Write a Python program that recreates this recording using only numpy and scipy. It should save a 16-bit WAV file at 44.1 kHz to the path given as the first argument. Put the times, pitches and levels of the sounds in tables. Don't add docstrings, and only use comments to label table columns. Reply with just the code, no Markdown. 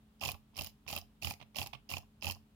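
import sys
import numpy as np
from scipy import signal
from scipy.fft import rfft, irfft
from scipy.io import wavfile

SR = 44100
rng = np.random.default_rng(int(sys.argv[2]) if len(sys.argv) > 2 else 0)


def store_wav(level_fs):
    pcm = np.round(np.clip(np.atleast_2d(level_fs), -1, 1) * 32767)
    wavfile.write(sys.argv[1], SR, pcm.T.astype(np.int16))


N = 112454

# start/s, length/s, rubbing/dB, weight on the desk/dB
FINGER_DRAGS = [(0.207, .125, 6, -1.5), (0.556, 0.15, -1, 0.5), (0.876, 0.13, 3, -6), (1.216, 0.12, 6, 3),
                (1.554, 0.098, 6.5, -2.5), (1.889, 0.098, 4, -1.5), (2.218, 0.12, 2, -0.5)]
# t/s, rasp/dB, fine grit/dB, knock on the shell/dB
SKIN_SLIPS = [(0.2209, -38, -47.5, -52), (0.2256, -38, -44, -33.5), (0.244, -40.5, -44, -39.5),
              (0.2527, -28.5, -36, -39.5), (0.261, -40, -44, -40), (0.2691, -58, -41, -56),
              (0.2742, -39, -31, -48), (0.281, -28.5, -37, -55), (0.2923, -44, -36, -63),
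              (0.2982, -81, -37, -62), (0.3015, -38, -38, -51), (0.3104, -38, -49, -66),
              (0.3184, -36.5, -34, -48), (0.5694, -39.5, -41, -55), (0.5784, -36.5, -35.5, -38.5),
              (0.5893, -32, -40, -49), (0.5961, -44, -32, -61.5), (0.6061, -46, -47, -52),
              (0.6113, -31, -38, -39), (0.6206, -34.5, -32, -47), (0.6372, -43, -37, -63),
              (0.6464, -37.5, -33, -59), (0.6558, -77, -52, -58), (0.662, -51, -48, -68),
              (0.6711, -39.5, -36.5, -56), (0.8856, -34, -53, -58), (0.8909, -39, -37, -44),
              (0.901, -35.5, -59, -40.5), (0.9056, -37, -39, -60), (0.9134, -43, -33, -45.5),
              (0.9288, -30.5, -40, -32.5), (0.9375, -35, -36, -51), (0.948, -64, -61, -45),
              (0.953, -35, -42, -47), (0.964, -37.5, -31, -34), (0.974, -46, -49, -43.5),
              (0.9777, -31.5, -63, -46), (0.987, -40, -33, -47.5), (1.2334, -34, -38.5, -50),
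              (1.2498, -32.5, -41, -67), (1.2573, -53, -32, -46), (1.2742, -34, -36, -54),
              (1.2834, -40, -35, -50), (1.2906, -63, -99, -42.5), (1.302, -40, -33, -66),
              (1.309, -30.5, -38, -62), (1.3217, -46, -35, -55), (1.3387, -40.5, -64, -72),
              (1.5683, -32, -37, -43.5), (1.579, -60, -55, -61), (1.5872, -33, -37, -45),
              (1.5959, -35, -34, -41), (1.5997, -45, -67, -40.5), (1.6084, -55, -33, -48),
              (1.6252, -51, -35, -52), (1.6299, -32, -80, -75), (1.6384, -79, -38.5, -44.5),
              (1.663, -34, -53, -45), (1.6725, -37, -36, -53), (1.9034, -38, -34.5, -60),
              (1.9241, -35.5, -36, -44), (1.9474, -58, -48, -70), (1.983, -37.5, -38.5, -50.5),
              (2.2335, -39, -64, -50), (2.2386, -47, -41, -56), (2.2438, -36, -47, -70),
              (2.2568, -32, -33, -38.5), (2.2679, -50, -55, -72), (2.277, -33.5, -35, -65),
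              (2.2826, -33, -67, -36), (2.2891, -33, -34, -45), (2.3109, -32, -29, -61),
              (2.3213, -36, -37, -57)]
# t/s, level/dB
SWITCH_SNAPS = [(0.2131, -26), (0.2367, -21.5), (0.259, -21), (0.2893, -21), (0.5925, -22), (0.8798, -27.5),
                (0.929, -39), (0.9646, -22), (1.2247, -27), (1.2473, -20.5), (1.2717, -23), (1.3091, -24),
                (1.5602, -27.5), (1.586, -22), (1.6163, -21.5), (1.8949, -31.5), (1.9151, -25),
                (1.9384, -22), (1.9693, -23.5), (2.2249, -27), (2.2461, -23.5), (2.269, -20.5),
                (2.2994, -21)]
# t/s, knock on the shell/dB, thump on the desk/dB
MOUSE_SETTLES = [(.333, -56, -24), (.348, -47, -35), (.359, -56, -41), (.534, -55.5, -37.5),
                 (.864, -49, -27), (1.021, -50, -44), (1.402, -50.5, -52), (1.419, -50, -32.5),
                 (1.679, -49, -30), (1.747, -52, -42), (2.031, -55, -34.5), (2.357, -52.5, -54),
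                 (2.366, -54, -39)]
LEAD_S = 0.0003


def amp(db):
    return 10 ** (np.asarray(db) / 20)


def level(x, db):
    return x * amp(db) / np.sqrt(np.mean(x ** 2))


def convolve(x, response):
    return signal.fftconvolve(x, response)[:N]


def gains(hz, db, size):
    return amp(np.interp(np.log(np.fft.rfftfreq(size, 1 / SR) + 1), np.log(hz), db))


def colour(x, hz, db, size=4096):
    cepstrum = irfft(np.log(gains(hz, db, size)))
    cepstrum[1:size // 2] *= 2
    cepstrum[size // 2 + 1:] = 0
    return convolve(x, irfft(np.exp(rfft(cepstrum))))


def pulses(times, db):
    out = np.zeros(N)
    np.add.at(out, np.clip((times * SR).astype(int), 0, N - 1), amp(db))
    return out


def ring(x, modes, rise_s):
    t = np.arange(SR // 4) / SR
    response = sum(amp(db - 60 * t / t60) * np.sin(2 * np.pi * hz * t) for hz, t60, db in modes)
    return convolve(x, response * (1 - np.exp(-(t / rise_s) ** 2)))


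def bursts(times, db, rise_s, fall_s):
    t = np.arange(SR // 20) / SR - .01
    shape = np.exp(-2 * np.where(t < 0, (t / rise_s) ** 2, t / fall_s))
    return np.abs(convolve(pulses(times + t[0], db) ** 2, shape))


def scrape(power, eq):
    hz, *sides = np.array(eq).T
    return np.array([colour(np.sqrt(power) * rng.standard_normal(N), hz, db) for db in sides])


def place(x, left_db, lag_s=0.00019):
    t = np.arange(N) / SR
    return np.array([amp(left_db) * np.interp(t - lag_s, t, x), x])


def pressure(start, length, peak_share):
    progress = (np.arange(N) / SR - start) / length
    return np.interp(progress, [0, peak_share, 1], [0, 1, 0])


def room_tone(waver=0.16, shared_below_hz=730):
    # f/Hz, level/dB
    air_eq = [(15, 4), (25, -12.5), (70, 3), (161, -1.5), (229, -2.5), (344, -17), (840, -19), (1370, -23),
              (2050, -27.5), (3080, -25.5), (5730, -35), (16000, -35.5)]
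    # f/Hz, level/dB
    hum_partials = [(48.4, -72.5), (136, -80), (215.3, -69.5), (290.7, -83), (414.5, -84)]
    t, f = np.arange(N) / SR, np.fft.rfftfreq(N, 1 / SR)
    spectrum = gains(*np.array(air_eq).T, N)
    width = f / np.hypot(f, shared_below_hz)
    mid, side = (irfft(rfft(rng.standard_normal(N)) * spectrum * share, N) for share in (1, width))
    drift = lambda: np.interp(t, np.linspace(0, t[-1], 20), rng.standard_normal(20))
    hum = sum(amp(db) * np.sqrt(2) * (1 + waver * drift()) * np.sin(2 * np.pi * hz * t + .5 * drift())
              for hz, db in hum_partials)
    return level(np.array([mid + side, mid - side]), -66.5) + hum


def hinge():
    # t/s, level/dB
    ticks = [(0.1972, -6), (0.209, 2), (0.5507, -3), (.5675, 8), (0.6636, 13.5), (.6962, -6), (0.8667, -10),
             (0.8756, 5.5), (1.0145, 7), (1.2235, 10), (1.5476, -3), (1.557, 9), (1.892, 11),
             (2.024, -10.5), (2.2117, -3), (2.2202, 6), (2.3493, 5)]
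    # f/Hz, t60/s, level/dB
    hinge_modes = [(5220, 0.0032, 3), (5820, 0.0046, -8), (2950, 0.01, -16.5)]
    t, db = np.array(ticks).T
    ticking = ring(pulses(t - LEAD_S, db), hinge_modes, rise_s=0.0006)
    return level(place(ticking, left_db=-17.5), -68)


def finger():
    # f/Hz, left/dB, right/dB
    rasp_eq = [(280, -29, -2.5), (866, -24.5, -3.5), (1670, -17.5, -16), (2040, -14, -6),
               (2990, -18.5, 3.5), (3510, -17.5, -5.5), (5080, -11, 0.5), (6100, -22.5, -7.5),
               (6920, -3.5, -9), (8200, -64.5, -16), (16300, -26, -15.5)]
    # f/Hz, left/dB, right/dB
    grit_eq = [(2000, -30, -77), (6600, -20, -35), (7650, -2.5, -29), (9900, -0.5, -45), (10850, 8, -28),
               (12600, 3.5, -7), (15000, 9, -3), (16200, -20, -39)]
    # f/Hz, t60/s, level/dB
    plastic_modes = [(3670, .04, -9), (5090, .035, -4), (6850, .12, -16), (10480, .025, -2),
                     (11480, .025, -2), (14400, .06, -3), (14680, .04, -2)]
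    t, rasp_db, grit_db, _ = np.array(SKIN_SLIPS).T
    snap_t, snap_db = np.array(SWITCH_SNAPS).T
    rub = sum(amp(db) ** 2 * pressure(start, length, peak_share=0.23)
              for start, length, db, _ in FINGER_DRAGS)
    snaps = bursts(snap_t - LEAD_S, snap_db, rise_s=0.0012, fall_s=0.0013)
    slip_rasp = bursts(t - LEAD_S, rasp_db, rise_s=0.0017, fall_s=0.0024)
    slip_grit = bursts(t - 0.00034, grit_db, rise_s=0.0015, fall_s=0.0013)
    rasp_power = slip_rasp + amp(-12) ** 2 * snaps + amp(-47) ** 2 * rub
    grit_power = slip_grit + amp(-17) ** 2 * snaps + amp(-53) ** 2 * rub
    plastic = np.array([ring(np.sqrt(grit_power) * noise, plastic_modes, rise_s=0.00031)
                        for noise in rng.standard_normal((2, N))])
    rasp, grit = scrape(rasp_power, rasp_eq), scrape(grit_power, grit_eq)
    return level(rasp, -50) + level(grit, -55.5) + level(plastic, -66.5)


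def switch(lead_s=0.0007, detune_spread=0.032):
    # f/Hz, t60/s, level/dB
    switch_modes = [(2700, .006, 0), (2950, .005, -2), (4400, .003, -15), (5150, .005, -13)]
    snaps = np.zeros(N)
    for t, db in SWITCH_SNAPS:
        detune = 1 + detune_spread * rng.standard_normal()
        modes = [(hz * detune, t60, mode_db) for hz, t60, mode_db in switch_modes]
        snaps += ring(pulses(np.array([t - lead_s]), db), modes, rise_s=0.0022)
    return level(place(snaps, left_db=-13), -50)


def knocks(snap_trim_db=-12):
    slip_t, _, _, slip_db = np.array(SKIN_SLIPS).T
    snap_t, snap_db = np.array(SWITCH_SNAPS).T
    return np.r_[slip_t, snap_t], np.r_[slip_db, snap_db + snap_trim_db]


def shell(scatter_db=8.5):
    # f/Hz, t60/s, level/dB
    shell_modes = [(597, 0.053, -7.5), (700, 0.035, -4), (811, 0.059, -5), (934, 0.024, -3),
                   (1060, 0.019, 0.5), (1237, 0.036, -12.5)]
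    knock_t, knock_db = knocks()
    settle_t, settle_db, _ = np.array(MOUSE_SETTLES).T
    t, db = np.r_[knock_t, settle_t], np.r_[knock_db, settle_db]
    spot_db = scatter_db * np.clip(rng.standard_normal((len(t), len(shell_modes))), -1, 1)
    hollow = sum((-1) ** k * ring(pulses(t, db + spot_db[:, k]), [mode], rise_s=0.00041)
                 for k, mode in enumerate(shell_modes))
    return level(place(hollow, left_db=0, lag_s=0.00002), -57)


def desk(stick_s=0.00294, stick_share=0.48):
    # f/Hz, t60/s, level/dB, left minus right/dB
    desk_modes = [(89.6, 0.15, 4, -32.5), (133, 0.11, -4.5, -8), (171, 0.086, -9.5, -17),
                  (230, 0.061, -11, -15), (423, 0.062, -24.5, 3.5)]
    t, db = knocks()
    settle_t, _, thump_db = np.array(MOUSE_SETTLES).T
    weight = sum(amp(weight_db) * pressure(start, length, peak_share=0.36) ** 0.76
                 for start, length, _, weight_db in FINGER_DRAGS)
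    shoves = pulses(t, db / 2) - stick_share * pulses(t - stick_s, db / 2)
    force = weight * shoves + pulses(settle_t, thump_db)
    left = [(hz, t60, mode_db + left_db) for hz, t60, mode_db, left_db in desk_modes]
    right = [mode[:3] for mode in desk_modes]
    return level(np.array([ring(force, modes, rise_s=0.0019) for modes in (left, right)]), -51)


def taps():
    # t/s, level/dB
    contacts = [(0.344, -7.5), (0.544, -20), (0.558, -11), (0.866, -11), (1.3985, -17), (1.402, -10),
                (1.414, -5.5), (1.42, -12.5), (1.427, -6), (1.547, -9), (1.7315, -5.5), (1.7345, 3.5),
                (1.742, -4.5), (1.749, -5), (1.751, -4.5)]
    # f/Hz, left/dB, right/dB
    tap_eq = [(70, -1, -0.5), (129, 0, 18.5), (310, -22.5, -4), (600, 0.5, 3.5), (1134, 1, 7.5),
              (1600, -40.5, -11.5), (2040, -2.5, 1), (2690, -9, 8), (5560, -31, -7.5), (8200, -21, -26),
              (15100, -20.5, -36)]
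    t, db = np.array(contacts).T
    power = bursts(t, db, rise_s=0.0012, fall_s=0.004)
    return level(scrape(power, tap_eq), -63.5)


def room(x, early_db=-12.5, late_db=-16.5, crossover_hz=4000):
    t = np.arange(SR // 2) / SR
    bands = [signal.butter(2, crossover_hz, kind, fs=SR, output="sos") for kind in ("low", "high")]
    unit_energy = lambda response: response / np.sqrt(np.sum(response ** 2))

    def tail(t60_s, onset_s):
        return rng.standard_normal(len(t)) * amp(-60 * t / t60_s) * (1 - np.exp(-(t / onset_s) ** 2))

    mono = x.sum(axis=0) / np.sqrt(2)
    out = []
    for side in x:
        late_response = sum(signal.sosfilt(band, tail(t60_s=0.18, onset_s=0.018)) for band in bands)
        late = convolve(mono, unit_energy(late_response))
        early = convolve(side, unit_energy(tail(t60_s=0.017, onset_s=0.006)))
        out.append(side + amp(early_db) * early + amp(late_db) * late)
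    return np.array(out)


def scene():
    return room(hinge() + finger() + switch() + shell() + desk() + taps()) + room_tone()


def record(dry, low_hz=36, top_hz=16200):
    low_cut = signal.butter(4, low_hz, "high", fs=SR, output="sos")
    high_cut = signal.ellip(10, .2, 70, top_hz, fs=SR, output="sos")
    return signal.sosfilt(high_cut, signal.sosfilt(low_cut, dry))


dry = scene()
out = record(dry)
store_wav(out)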